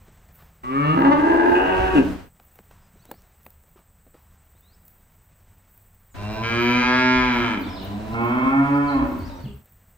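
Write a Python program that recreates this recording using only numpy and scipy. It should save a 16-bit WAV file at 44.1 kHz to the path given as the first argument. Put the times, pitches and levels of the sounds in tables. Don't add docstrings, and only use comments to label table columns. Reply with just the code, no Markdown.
import sys
import numpy as np
from scipy import signal
from scipy.fft import rfft, irfft
from scipy.io import wavfile
from scipy.ndimage import uniform_filter1d

SR = 44100
rng = np.random.default_rng(int(sys.argv[2]) if len(sys.argv) > 2 else 0)


def undo_db(level):
    steps = np.asarray(level, float) / 20
    return 10 ** steps


def dump_mix(stems):
    frames = np.atleast_2d(stems).T
    limited = np.clip(frames, -1, 1)
    pcm = np.round(limited * 32767).astype(np.int16)
    wavfile.write(sys.argv[1], SR, pcm)


N = 439677
T = np.arange(N) / SR


def rms_one(x):
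    return x / np.sqrt(np.mean(x ** 2) + 1e-20)


def columns(rows, t):
    time_s, *rest = np.transpose(rows)
    return [np.interp(t, time_s, column) for column in rest]


def at_hz(points, hz):
    points = np.array(points)
    return np.interp(np.log(hz), np.log(points[:, 0]), points[:, 1])


def wander(rate_hz, size):
    low = signal.butter(2, rate_hz, fs=SR, output="sos")
    drift = signal.sosfilt(low, rng.standard_normal(size + 9000))
    return rms_one(drift[9000:])


def resonance(x, hz, width_hz):
    r = np.exp(-np.pi * width_hz / SR)
    top = np.array([1, 0, -1]) * (1 - r * r) / 2
    return signal.lfilter(top, [1, -2 * r * np.cos(2 * np.pi * hz / SR), r * r], x)


def coloured(spectrum, channels):
    hz = np.arange(1, N // 2 + 2) * SR / N
    white = rfft(rng.standard_normal((channels, N)))
    return rms_one(irfft(white * undo_db(at_hz(spectrum, hz)), N))


def bursts(rows, noise, rise):
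    shape = np.zeros(N)
    for start_s, level_db, t60_s in rows:
        i = round(start_s * SR)
        t = T[:min(SR // 2, N - i)]
        shape[i:i + len(t)] += undo_db(level_db - 60 * t / t60_s) * np.clip(t / rise, 0, 1)
    return shape * noise


# time_s, level_db
TRAFFIC_SWELLS = [(0, 8), (.6, 5), (2.32, 2.5), (3.08, 6), (3.41, 3), (4.07, 0), (4.31, 2.6), (10, 2.5)]
# pitch_hz, level_db (per Hz)
RUMBLE_COLOUR = [(12, -43), (20, 0.5), (97, -3.5), (118, -9), (178, -9.5), (259, -20.5), (390, -64.5),
                 (660, -120)]
AIR_COLOUR = [(150, -27), (250, -6.5), (692, -4.5), (1810, -9), (4870, -22), (7000, -18.5), (9100, -44.5),
              (15400, -120)]


def far_traffic():
    traffic_db, = columns(TRAFFIC_SWELLS, T)
    rumble = coloured(RUMBLE_COLOUR, channels=1)[0]
    air = coloured(AIR_COLOUR, channels=1)[0]
    rumble_db = -60.5 + traffic_db + 1.5 * wander(7.1, size=N)
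    air_db = -69 + traffic_db + 1.0 * wander(23, size=N)
    return undo_db(rumble_db) * rumble + undo_db(air_db) * air


def insects():
    hz, width_hz, level_db = 8020, 900, -71
    chorus = resonance(resonance(rng.standard_normal(N), hz, width_hz), hz, width_hz)
    return undo_db(level_db + 1.5 * wander(20, size=N)) * rms_one(chorus)


# start_s, end_s, pitch_hz, level_db
ENGINES = [
    (0, 5.3, 74.8, -65),
    (0, 2.44, 160.3, -61),
    (0, 3.3, 202.5, -78),
    (5.098, 10.2, 93.4, -62.5),
]


def far_engines():
    out = np.zeros(N)
    for start_s, end_s, hz, level_db in ENGINES:
        heard = np.clip(np.minimum(T - start_s + 0.024, end_s - T) / 0.2, 0, 1)
        tone = resonance(resonance(rng.standard_normal(N), hz, 6.0), hz, 6.0)
        out += heard * undo_db(level_db) * rms_one(tone)
    return out


# start_s, level_db, hardness_db (hollow knock over ground thud)
STEPS = [(.081, -45, -2), (0.287, -56, 10.5), (.421, -56, 11), (2.397, -46.5, 4.5), (2.555, -56.5, 7.5),
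         (2.587, -38, -2), (2.709, -46.5, 1), (2.953, -49, -21), (3.051, -52, 4), (3.09, -37.5, -20),
         (3.112, -29.5, 2), (3.139, -47.5, 2.5), (3.462, -42.5, 7.5), (3.636, -56.5, 4), (3.758, -43, -20),
         (3.789, -46, -7), (4.065, -45.5, -11), (4.142, -40, -8.5), (4.549, -55, -10)]
# start_s, level_db
SNAPS = [(2.557, -48), (3.053, -34.5), (3.114, -25.5), (3.431, -44), (3.452, -52.5), (3.219, -39.5),
         (3.503, -42), (3.635, -47.5), (4.879, -39.5)]


def hooves_and_stems():
    thuds = [(s, db) for s, db, hard_db in STEPS]
    knocks = [(s, db + hard_db) for s, db, hard_db in STEPS]
    snaps = [(s, db - 12) for s, db in knocks] + SNAPS
    start_s, level_db = np.transpose(knocks)
    contact = np.bincount(((start_s + 0.0033) * SR).astype(int), undo_db(level_db + 31), N)
    out = resonance(contact + 1e-18, 725, 210)
    ranges = [(140, 520, .07), (450, 2500, .018), (3000, 17000, .008)]
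    for rows, (low_hz, high_hz, t60_s) in zip((thuds, knocks, snaps), ranges):
        band = signal.butter(2, [low_hz, high_hz], "band", fs=SR, output="sos")
        noise = rms_one(signal.sosfilt(band, rng.standard_normal(N)))
        hits = [(s + 0.00072, db - 4.5, t60_s) for s, db in rows]
        out = out + bursts(hits, noise, rise=0.0013)
    return out


# pitch_hz, level_db (per Hz)
GRASS_COLOUR = [(5290, -44), (9000, -23.5), (10200, -17.5), (11700, -13), (14500, -2.5), (15400, 2),
                (16000, -23)]
# time_s, level_db (peak)
BRUSHES = [(0.3552, -37.5), (0.9981, -47), (1.498, -38), (2.0656, -43), (2.451, -45), (2.5558, -45),
           (3.1173, -45), (3.4536, -40.5), (4.6074, -53), (4.881, -38), (5.7357, -40), (6.338, -40.5),
           (6.484, -40.5), (6.626, -34), (6.7175, -40), (7.2355, -49.5), (7.364, -38.5), (7.6146, -39),
           (7.847, -39), (8.1147, -50), (8.249, -42), (8.4065, -52.5), (9.0717, -42.5), (9.188, -45),
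           (9.435, -48.5), (9.5652, -48), (9.7223, -45)]
# time_s, level_db (peak)
BLADES = [(0.3556, -40.5), (0.6365, -57), (0.9975, -46.5), (1.3394, -40.5), (2.4504, -45), (2.5555, -39.5),
          (2.7122, -55), (3.053, -44.5), (3.1146, -25), (3.4304, -55), (3.4517, -40.5), (3.4645, -34),
          (3.5039, -37), (3.6002, -55.5), (3.6249, -56.5), (3.691, -51), (3.7126, -52), (4.1057, -53.5),
          (4.1924, -56.5), (4.5166, -56.5), (4.6087, -78), (4.607, -45.5), (4.8185, -48.5), (4.8519, -42),
          (4.8803, -38.5), (4.9806, -50.5), (5.36, -56), (5.5824, -51), (5.7762, -36), (5.8227, -52.5),
          (5.9464, -49.5), (6.338, -40.5), (7.2359, -48.5), (7.613, -46.5), (7.6201, -39), (7.8467, -35),
          (8.1143, -53), (8.2483, -38), (8.7749, -46), (8.9377, -46), (8.982, -50), (9.0689, -48),
          (9.0915, -43.5), (9.1139, -44), (9.1281, -39.5), (9.189, -38.5), (9.5636, -53), (9.6465, -49),
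          (9.6567, -42), (9.7218, -46)]


def grass():
    hiss = coloured(GRASS_COLOUR, channels=1)[0]
    crackling = hiss * undo_db(3.0 * wander(400, size=N))
    brushes = [(s - .04, db - 17, .45) for s, db in BRUSHES]
    flicks = [(s, db - 4, .012) for s, db in BLADES]
    out = undo_db(-67.5 + 1.5 * wander(12, size=N)) * hiss
    out += bursts(brushes, crackling, rise=0.045)
    return out + bursts(flicks, hiss, rise=.001)


# start_s, level_db, t60_s
RUSTLES = [
    (.38, -53.5, 0.46),
    (2.7, -58, 0.68),
    (3.76, -55, 0.23),
    (4.14, -60.5, 0.74),
]


def muzzle_rustles():
    noise = rms_one(resonance(rng.standard_normal(N), 950, 550.0))
    return bursts(RUSTLES, noise, rise=.015)


def pasture():
    return far_traffic() + insects() + far_engines() + hooves_and_stems() + grass() + muzzle_rustles()


def fold_pulses(t, pitch, phase, rough, odd_share):
    odd = np.minimum(odd_share + .8 * rough, 1)
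    knots = np.arange(t[0], t[-1] + 1, 1 / 6)
    swell = undo_db(2 * rng.standard_normal((70, len(knots))))
    pulses = np.zeros(len(t))
    for k in range(2, 70):
        share = 1
        if k % 2:
            share = odd if k < 4 else np.minimum(2.5 * odd, 1)
        pulses += np.interp(t, knots, swell[k]) * np.cos(k * phase) * share * (k * pitch < 7000)
    flutter = np.cos(phase / 2 + 1.2 * wander(8, size=len(t)))
    pulses = pulses * (1 + rough * (1.9 * flutter + wander(120, size=len(t))))
    breath = 2.0 * rough * rng.standard_normal(len(t)) * (1 + np.cos(2 * phase))
    return pulses + breath


def throat(source, modes, t, tongue):
    out = 0
    for hz, width_hz, first_db, second_db, third_db in modes:
        level_db = np.interp(t, tongue, [first_db, second_db, second_db, third_db])
        ringing = resonance(source, hz, .7 * width_hz)
        out = out + undo_db(level_db) * resonance(ringing, hz, 2.4 * width_hz)
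    return out


# pitch_hz, width_hz, then level_db in the first, second and third shape
THROAT_SHUT = [(208, 110, 15, 7, 7), (620, 100, 1.5, .5, .5), (1000, 31, 3, 6, 6), (1553, 60, -4.5, -6, -6),
               (1900, 120, -13, -16, -16), (2390, 170, -8.5, -15, -15), (2707, 41, -1.5, 1, 1),
               (3970, 570, -14, -14.5, -14.5), (4970, 850, -21, -24, -24)]
# time_s, level_db, half_width_s
CHEST_DIPS = [
    (6.49, -9, 0.044),
    (6.9, -16, 0.06),
    (7.25, -27, 0.036),
    (7.448, -18, 0.027),
    (8.275, -5, 0.029),
    (8.417, -16.5, 0.019),
    (8.499, -7, 0.023),
    (8.653, -23, 0.027),
]


def call(rows, grain, odd_share, balance, modes, opens_s, dip_hz, tongue):
    t = T[round(rows[0][0] * SR):round(rows[-1][0] * SR)]
    pitch, chest_db, opening_db = columns(rows, t)
    rough, = columns(grain, t)
    pitch = uniform_filter1d(pitch, size=1500, mode="nearest")
    uneven_pitch = pitch * (1 + .07 * rough * wander(60, size=len(t)))
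    phase = 2 * np.pi * np.cumsum(uneven_pitch) / SR
    source = fold_pulses(t, pitch, phase, rough, odd_share)

    lips = np.clip((t - opens_s) * 60, 0, 1)
    voiced = lips * throat(source, modes, t, tongue)
    voiced = voiced + (1 - lips) * throat(source, THROAT_SHUT, t, tongue)

    chest_dip_db = sum(db * np.exp(-((t - s) / width) ** 2) for s, db, width in CHEST_DIPS)
    mouth_db, base_db, climb_db = balance
    mouth_db = chest_db + mouth_db + opening_db + 7 * (1 - lips)
    base_db = mouth_db + base_db + climb_db * np.log2(pitch / pitch[0]) + 14 * (1 - lips)
    out = undo_db(base_db) * np.sqrt(2) * np.sin(phase)
    registers = [(170, 480, chest_db + chest_dip_db), (480, 1400, mouth_db), (1400, 8000, chest_db + opening_db)]
    for low_hz, high_hz, level_db in registers:
        band = signal.butter(2, [low_hz, high_hz], "band", fs=SR, output="sos")
        part = signal.sosfiltfilt(band, voiced)
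        out += undo_db(level_db) * part / np.sqrt(uniform_filter1d(part ** 2, size=2500) + 1e-9)

    out -= 0.52 * resonance(out, dip_hz, 100.0)
    edge = np.clip(np.minimum(t - t[0], t[-1] - t) / .006, 0, 1)
    return np.interp(T, t, out * edge, 0, 0)


# pitch_hz, t60_s
WALL_T60 = [(60, 0.93), (250, 0.63), (1000, 0.64), (3000, 0.8), (8000, 0.16)]


def walls():
    t, out = T[:SR], 0
    for low_hz in 40 * 2 ** np.arange(0, 8., .5):
        band = signal.butter(2, [low_hz, low_hz * np.sqrt(2)], "band", fs=SR, output="sos")
        mid, side = signal.sosfilt(band, rng.standard_normal((2, SR)))
        apart = np.clip(low_hz / 900, 0, .8)
        stereo = mid + apart * side * np.array([[1], [-1]])
        dull_db = -3.5 * max(np.log2(low_hz / 400), 0)
        out = out + stereo * undo_db(-60 * t / at_hz(WALL_T60, low_hz) + dull_db)
    out = out * np.clip((t - .008) / 0.012, 0, 1)
    return out / np.sqrt(np.sum(out ** 2) / 2)


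def placed(x, echo, lag, pan_db, echo_db):
    left = np.interp(T - lag / SR, T, x) * undo_db(pan_db / 2)
    direct = np.array([left, x * undo_db(-pan_db / 2)])
    bright = signal.sosfilt(signal.butter(1, 450, "high", fs=SR, output="sos"), x)
    late = np.interp(T - .0043, T, bright)
    bounce = undo_db(-14) * np.array([late, -late])
    wet = signal.fftconvolve(x[None], echo, axes=1)[:, :N]
    return direct + bounce + undo_db(echo_db) * wet


# time_s, pitch_hz, effort_db, opening_db (treble lift of the open mouth)
RISE = [
    (.626, 119.7, -45.5, -1.5),
    (0.646, 124.9, -41.5, -4.5),
    (0.718, 133, -27, -13.5),
    (0.803, 144.3, -25.5, -10),
    (0.859, 150.2, -27, -8.5),
    (0.9, 155.3, -27.5, -5),
    (0.97, 167.6, -27.5, -10),
]
BREAK = [
    (.96, 136.3, -19.5, -15.5),
    (1.05, 136.8, -23, -9.5),
    (1.072, 139.4, -14, -14),
    (1.104, 144.5, -23, -17.5),
    (1.125, 148.1, -16, -8.5),
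    (1.158, 149, -24, -13),
    (1.185, 153.7, -20.5, -15),
    (1.23, 161.6, -26.5, -9),
]
BELLOW = [
    (1.302, 169.8, -21.5, -10),
    (1.36, 171.4, -18.5, -16),
    (1.42, 172.9, -23.5, -8.5),
    (1.471, 171.8, -19, -14),
    (1.54, 177.7, -27.5, -3.5),
    (1.632, 189, -25, -9.5),
    (1.701, 189.2, -27.5, -5.5),
    (1.89, 188.1, -30, -6.5),
    (1.955, 177.5, -30.5, -8.5),
]
GRUNT = [
    (1.949, 160.7, -17.5, -15),
    (1.987, 135.5, -9.5, -17.5),
    (2.041, 115.6, -23, -29),
]
HUMMED = [
    (6.135, 99.8, -65, 4),
    (6.15, 99.7, -65, 6.5),
    (6.189, 101.5, -46, -2),
    (6.3, 106.6, -36, -6.5),
    (6.409, 112.9, -35, -4.5),
]
LONG = [
    (6.451, 114.9, -35, 5),
    (6.601, 119.1, -24, -3.5),
    (6.7, 121.9, -19.5, -6),
    (6.851, 125.4, -21, -3.5),
    (6.97, 127.2, -26, 3),
    (7.159, 126.9, -24.5, 1.5),
    (7.272, 125, -25, -2),
    (7.371, 120.2, -19.5, -8.5),
    (7.461, 114.5, -33.5, 4),
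]
FADING = [
    (7.54, 106.3, -31.5, -1),
    (7.58, 95.6, -28.5, -12),
    (7.629, 87.8, -36, -15.5),
]
DRAWN = [
    (7.66, 89.4, -65, 11),
    (7.812, 96.43, -37, -21),
    (7.95, 104.1, -37.5, -19),
    (8.121, 113.4, -33.5, -21.5),
]
ANSWER = [
    (8.147, 114.7, -33, -5),
    (8.232, 117.8, -23.5, -11),
    (8.36, 125.7, -23, -12.5),
    (8.449, 132.8, -23, -10),
    (8.561, 138.3, -20.5, -12.5),
    (8.68, 141.2, -17.5, -17.5),
    (8.869, 144.1, -21, -18),
    (8.929, 137.9, -27.5, -9),
    (9.037, 122.8, -24.5, -16),
]
DYING = [
    (9.08, 120.8, -39.5, -13),
    (9.125, 122.4, -31.5, -19),
    (9.168, 124, -53, -12),
]
SIGH = [
    (9.15, 100.6, -42, -23),
    (9.251, 92.7, -47, -18),
    (9.36, 87.2, -42, -11.5),
    (9.43, 86.3, -43, -29),
]
# pitch_hz, width_hz, then level_db in the first, second and third shape of the call
THROAT_RISE = [(274, 150, -2, 3.5, 3), (528, 120, -11.5, -14.5, -9), (844, 160, -6.5, -10.5, -5.5),
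               (1150, 57, 10.5, 4.5, -5), (1242, 60, -1.5, 7.5, 5.5), (1664, 74, -11.5, -3, -13),
               (1770, 74, -15.5, -1.5, -1.5), (1980, 130, -5.5, -11, -11.5), (2250, 160, -10, -1, -5),
               (2770, 240, -12.5, -8.5, -3), (3250, 140, -31, -22, -15.5), (3950, 200, -37, -27.5, -22)]
THROAT_BELLOW = [(290, 260, 2, 5.5, 3.5), (554, 100, -4, -12.5, -15), (733.5, 45, -7, 0, -14),
                 (869, 110, 5.5, 6.5, 2), (939, 30, 1.5, 0, -1.5), (1141, 140, 2, -7.5, -5),
                 (1606, 88, 1, 6.5, 8), (1977, 99, -4.5, -4, -1.5), (2559, 110, -16.5, -11, 3.5),
                 (2746, 200, -9.5, -7.5, 4.5), (3370, 80, -21, -23.5, -26.5), (3470, 120, -23.5, -29, -43),
                 (4170, 120, -28.5, -35.5, -43)]
THROAT_LONG = [(251, 93, 12.5, 13, 13.5), (675, 190, -11.5, -4, -5.5), (876.4, 112, -9.5, 1, -1),
               (963, 44, -4.5, -4.5, -2), (1339, 146, -3, 2, 1.5), (1633, 112, 0, 5, 0),
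               (2157, 207, -2, -1, -3.5), (2313, 176, 3.5, -3, -1), (3074, 150, -1.5, -12, -5),
               (3250, 130, -13.5, -7.5, -14.5), (3930, 160, -8.5, -13, -12.5),
               (4660, 200, -12.5, -13.5, -19), (5200, 150, -18.5, -15, -20.5), (5970, 380, -17, -23.5, -23)]
THROAT_ANSWER = [(263.8, 78.7, 17, -1.5, 2), (580, 29, -5.5, -20, 1), (692, 107, -3, -4, -2.5),
                 (823, 83, 0.5, -1, 1), (993, 55, -4, 3.5, 2), (1060, 62, 8, -21, 2.5),
                 (1282, 38, 2.5, 2, -3), (1362, 61, 5, 6, -1), (1778, 96, -8.5, -4.5, -13),
                 (2200, 86, -0.5, -3.5, -12.5), (2574, 74, -7, -14, -13), (3170, 98, -18.5, -22, -23.5)]
THROAT_SIGH = [(244.3, 84, 6, 0, 0), (577, 65, -3, -1, 3), (920, 51, -6, 2, 3), (1209, 200, -12, -11, -6),
               (1700, 140, -12, -14, -17), (2240, 150, -19, -20, -17)]
# time_s, roughness (0-1)
ROUGHNESS = [
    [(.92, .003), (.97, .5)],
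    [(1.045, .5), (1.065, .1), (1.16, .08), (1.19, .33), (1.55, .36), (1.65, .27), (1.75, .18), (1.95, .14)],
    [(1.96, .15), (1.99, .2), (2.01, .6)],
    [(6.1, .012), (6.5, .004), (6.85, .002), (7.24, .003), (7.35, .03), (7.47, .09), (7.6, .25)],
    [(7.66, .14), (8.1, .05), (8.3, .09), (8.5, .07), (8.6, .012), (8.87, .012), (8.95, .08), (9.02, .4),
     (9.2, .55)],
    [(9.1, .5), (9.4, .35)],
]
ODD_SHARE = [1, 0, .2, 1, 1, 1]
# mouth_db, fundamental_db, climb_db (fundamental, per octave of pitch)
BALANCE = [
    (11, -17.5, 47.5),
    (10, -24, 4),
    (1, -10.5, -35),
    (-2.1, -8, -7.5),
    (5, -13, 11),
    (12, 3, -6),
]
LIPS_OPEN_S = [0, 0, 0, 6.42, 8.135, 0]
NOSE_DIP_HZ = [676, 2370, 2242, 526, 417, 417]
# first_until_s, second_from_s, second_until_s, third_from_s
TONGUE = [
    (0.69, 0.766, 0.84, 0.84),
    (1.184, 1.24, 1.7, 1.55),
    (0.997, 1.105, 1.2, 1.8),
    (6.798, 6.924, 7.1, 7.32),
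    (8.519, 8.58, 8.88, 8.95),
    (9.198, 9.25, 8.4, 10.6),
]
LEFT_LAGS = [21, 21, 21, -3, -10, -10]
# pan_db (left over right), echo_db
SIDES = [
    (1, -12.5),
    (0, -9),
    (1, -15),
    (-0.6, -10),
    (-2.5, -8),
    (-2, -9),
]


def cattle(echo):
    calls = RISE, BREAK + BELLOW, GRUNT, HUMMED + LONG + FADING, DRAWN + ANSWER + DYING, SIGH
    throats = THROAT_RISE, THROAT_BELLOW, THROAT_BELLOW, THROAT_LONG, THROAT_ANSWER, THROAT_SIGH
    settings = zip(calls, ROUGHNESS, ODD_SHARE, BALANCE, throats, LIPS_OPEN_S, NOSE_DIP_HZ, TONGUE)
    voices = [call(*each) for each in settings]
    return sum(placed(voice, echo, lag, *side) for voice, lag, side in zip(voices, LEFT_LAGS, SIDES))


# start_s, level_db (peak), pitch_hz, t60_s
THUDS = [(1.799, -14, 58.4, 0.044), (6.431, -26, 222, 0.11), (7.161, -26, 49.6, 0.2),
         (8.235, -25, 1060, 0.071), (8.961, -31, 58.7, 0.57), (9.201, -31.5, 89.7, 0.94),
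         (9.5, -27, 68, .5), (9.44, -19.5, 131.4, 0.41), (9.458, -20, 211, 0.12), (9.482, -34.5, 408, 0.34),
         (1.995, -19.5, 187.3, 0.27)]


def thuds_and_rumbles():
    out = np.zeros(N)
    for start_s, level_db, hz, t60_s in THUDS:
        t = np.clip(T - start_s, 0, None)
        out += undo_db(level_db - 60 * t / t60_s) * np.sin(2 * np.pi * hz * t) * np.clip(t / 0.0013, 0, 1)
    return out


def birds(notes):
    out = np.zeros(N)
    for start_s, length_s, from_hz, to_hz, level_db in notes:
        u = np.linspace(0, 1, round(length_s * SR))
        quaver = 1 + .015 * np.sin(2 * np.pi * 45 * length_s * u)
        hz = (from_hz + (to_hz - from_hz) * u) * quaver
        tone = np.sin(2 * np.pi * np.cumsum(hz) / SR)
        out[round(start_s * SR):][:len(u)] += undo_db(level_db) * tone * np.sin(np.pi * u) ** .6
    return out


# start_s, length_s, start_hz, end_hz, level_db
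FAR_BIRDS = [(2.7, .06, 5850, 5850, -74), (2.8, .08, 5200, 4850, -74), (2.99, .028, 3650, 4350, -66),
             (3.018, .02, 4200, 4750, -63), (2.993, .025, 5600, 6500, -67), (3.058, .11, 3550, 4850, -64),
             (3.16, .055, 5000, 6000, -68), (4.54, .06, 3500, 4200, -74), (4.615, .11, 3450, 4400, -65),
             (4.715, .045, 4300, 5700, -64), (6.1, .05, 7800, 6300, -62)]


def pasture_birds(echo):
    whistles = birds(FAR_BIRDS)
    return whistles + undo_db(-9) * signal.fftconvolve(whistles, echo[0])[:N]


# start_s, start_hz, end_hz, level_db
CHIRPS = [(7.605, 4900, 4200, -55), (7.625, 4200, 3100, -48), (7.69, 5600, 4900, -52),
          (7.725, 5400, 4700, -52), (7.755, 4500, 3200, -46), (7.79, 3300, 2700, -51),
          (7.82, 4500, 3600, -54), (8.73, 4100, 5300, -60), (8.872, 4700, 3700, -47),
          (9.19, 4700, 4300, -57), (9.24, 4300, 5900, -53), (9.29, 4200, 3500, -54),
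          (9.35, 6100, 5400, -58), (9.39, 4700, 4300, -56), (9.42, 4900, 3700, -57),
          (9.445, 3500, 2400, -47)]


def yard_birds():
    return undo_db(3) * birds([(start_s, .035, *rest) for start_s, *rest in CHIRPS])


# opens_s, gone_s, fade_s, first_air_db, last_air_db
YARD_TIMES = [
    (0.63, 2.301, 0.31, -45, -30),
    (6.139, 9.658, 0.44, -39.5, -42),
]
# pitch_hz, level_db (per Hz)
YARD_AIR = [(25, -9.5), (60, 0), (130, -11.5), (400, -16), (1500, -22.5), (4000, -35), (8000, -43),
            (15000, -52.5)]


def yard(echo):
    sources = cattle(echo) + placed(yard_birds(), echo, 1, 0.4, 3) + placed(thuds_and_rumbles(), echo, 1, 0.4, -10)
    mid, side = coloured(YARD_AIR, channels=2)
    air = undo_db(1.3 * wander(8, size=N)) * (mid + 0.7 * side * np.array([[1], [-1]]))
    out = 0
    for opens_s, gone_s, fade_s, first_db, last_db in YARD_TIMES:
        heard = np.clip(np.minimum((T - opens_s) * 80, (gone_s - T) / fade_s), 0, 1)
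        air_db = np.interp(T, [opens_s, gone_s], [first_db, last_db])
        out = out + heard * (sources + air * undo_db(air_db))
    return out


def scene():
    echo = walls()
    return pasture() + yard(echo) + pasture_birds(echo)


def top_cut(x):
    return signal.sosfilt(signal.butter(12, 15830, fs=SR, output="sos"), x)


def record(dry):
    return top_cut(dry)


dry = scene()
out = record(dry)
dump_mix(out)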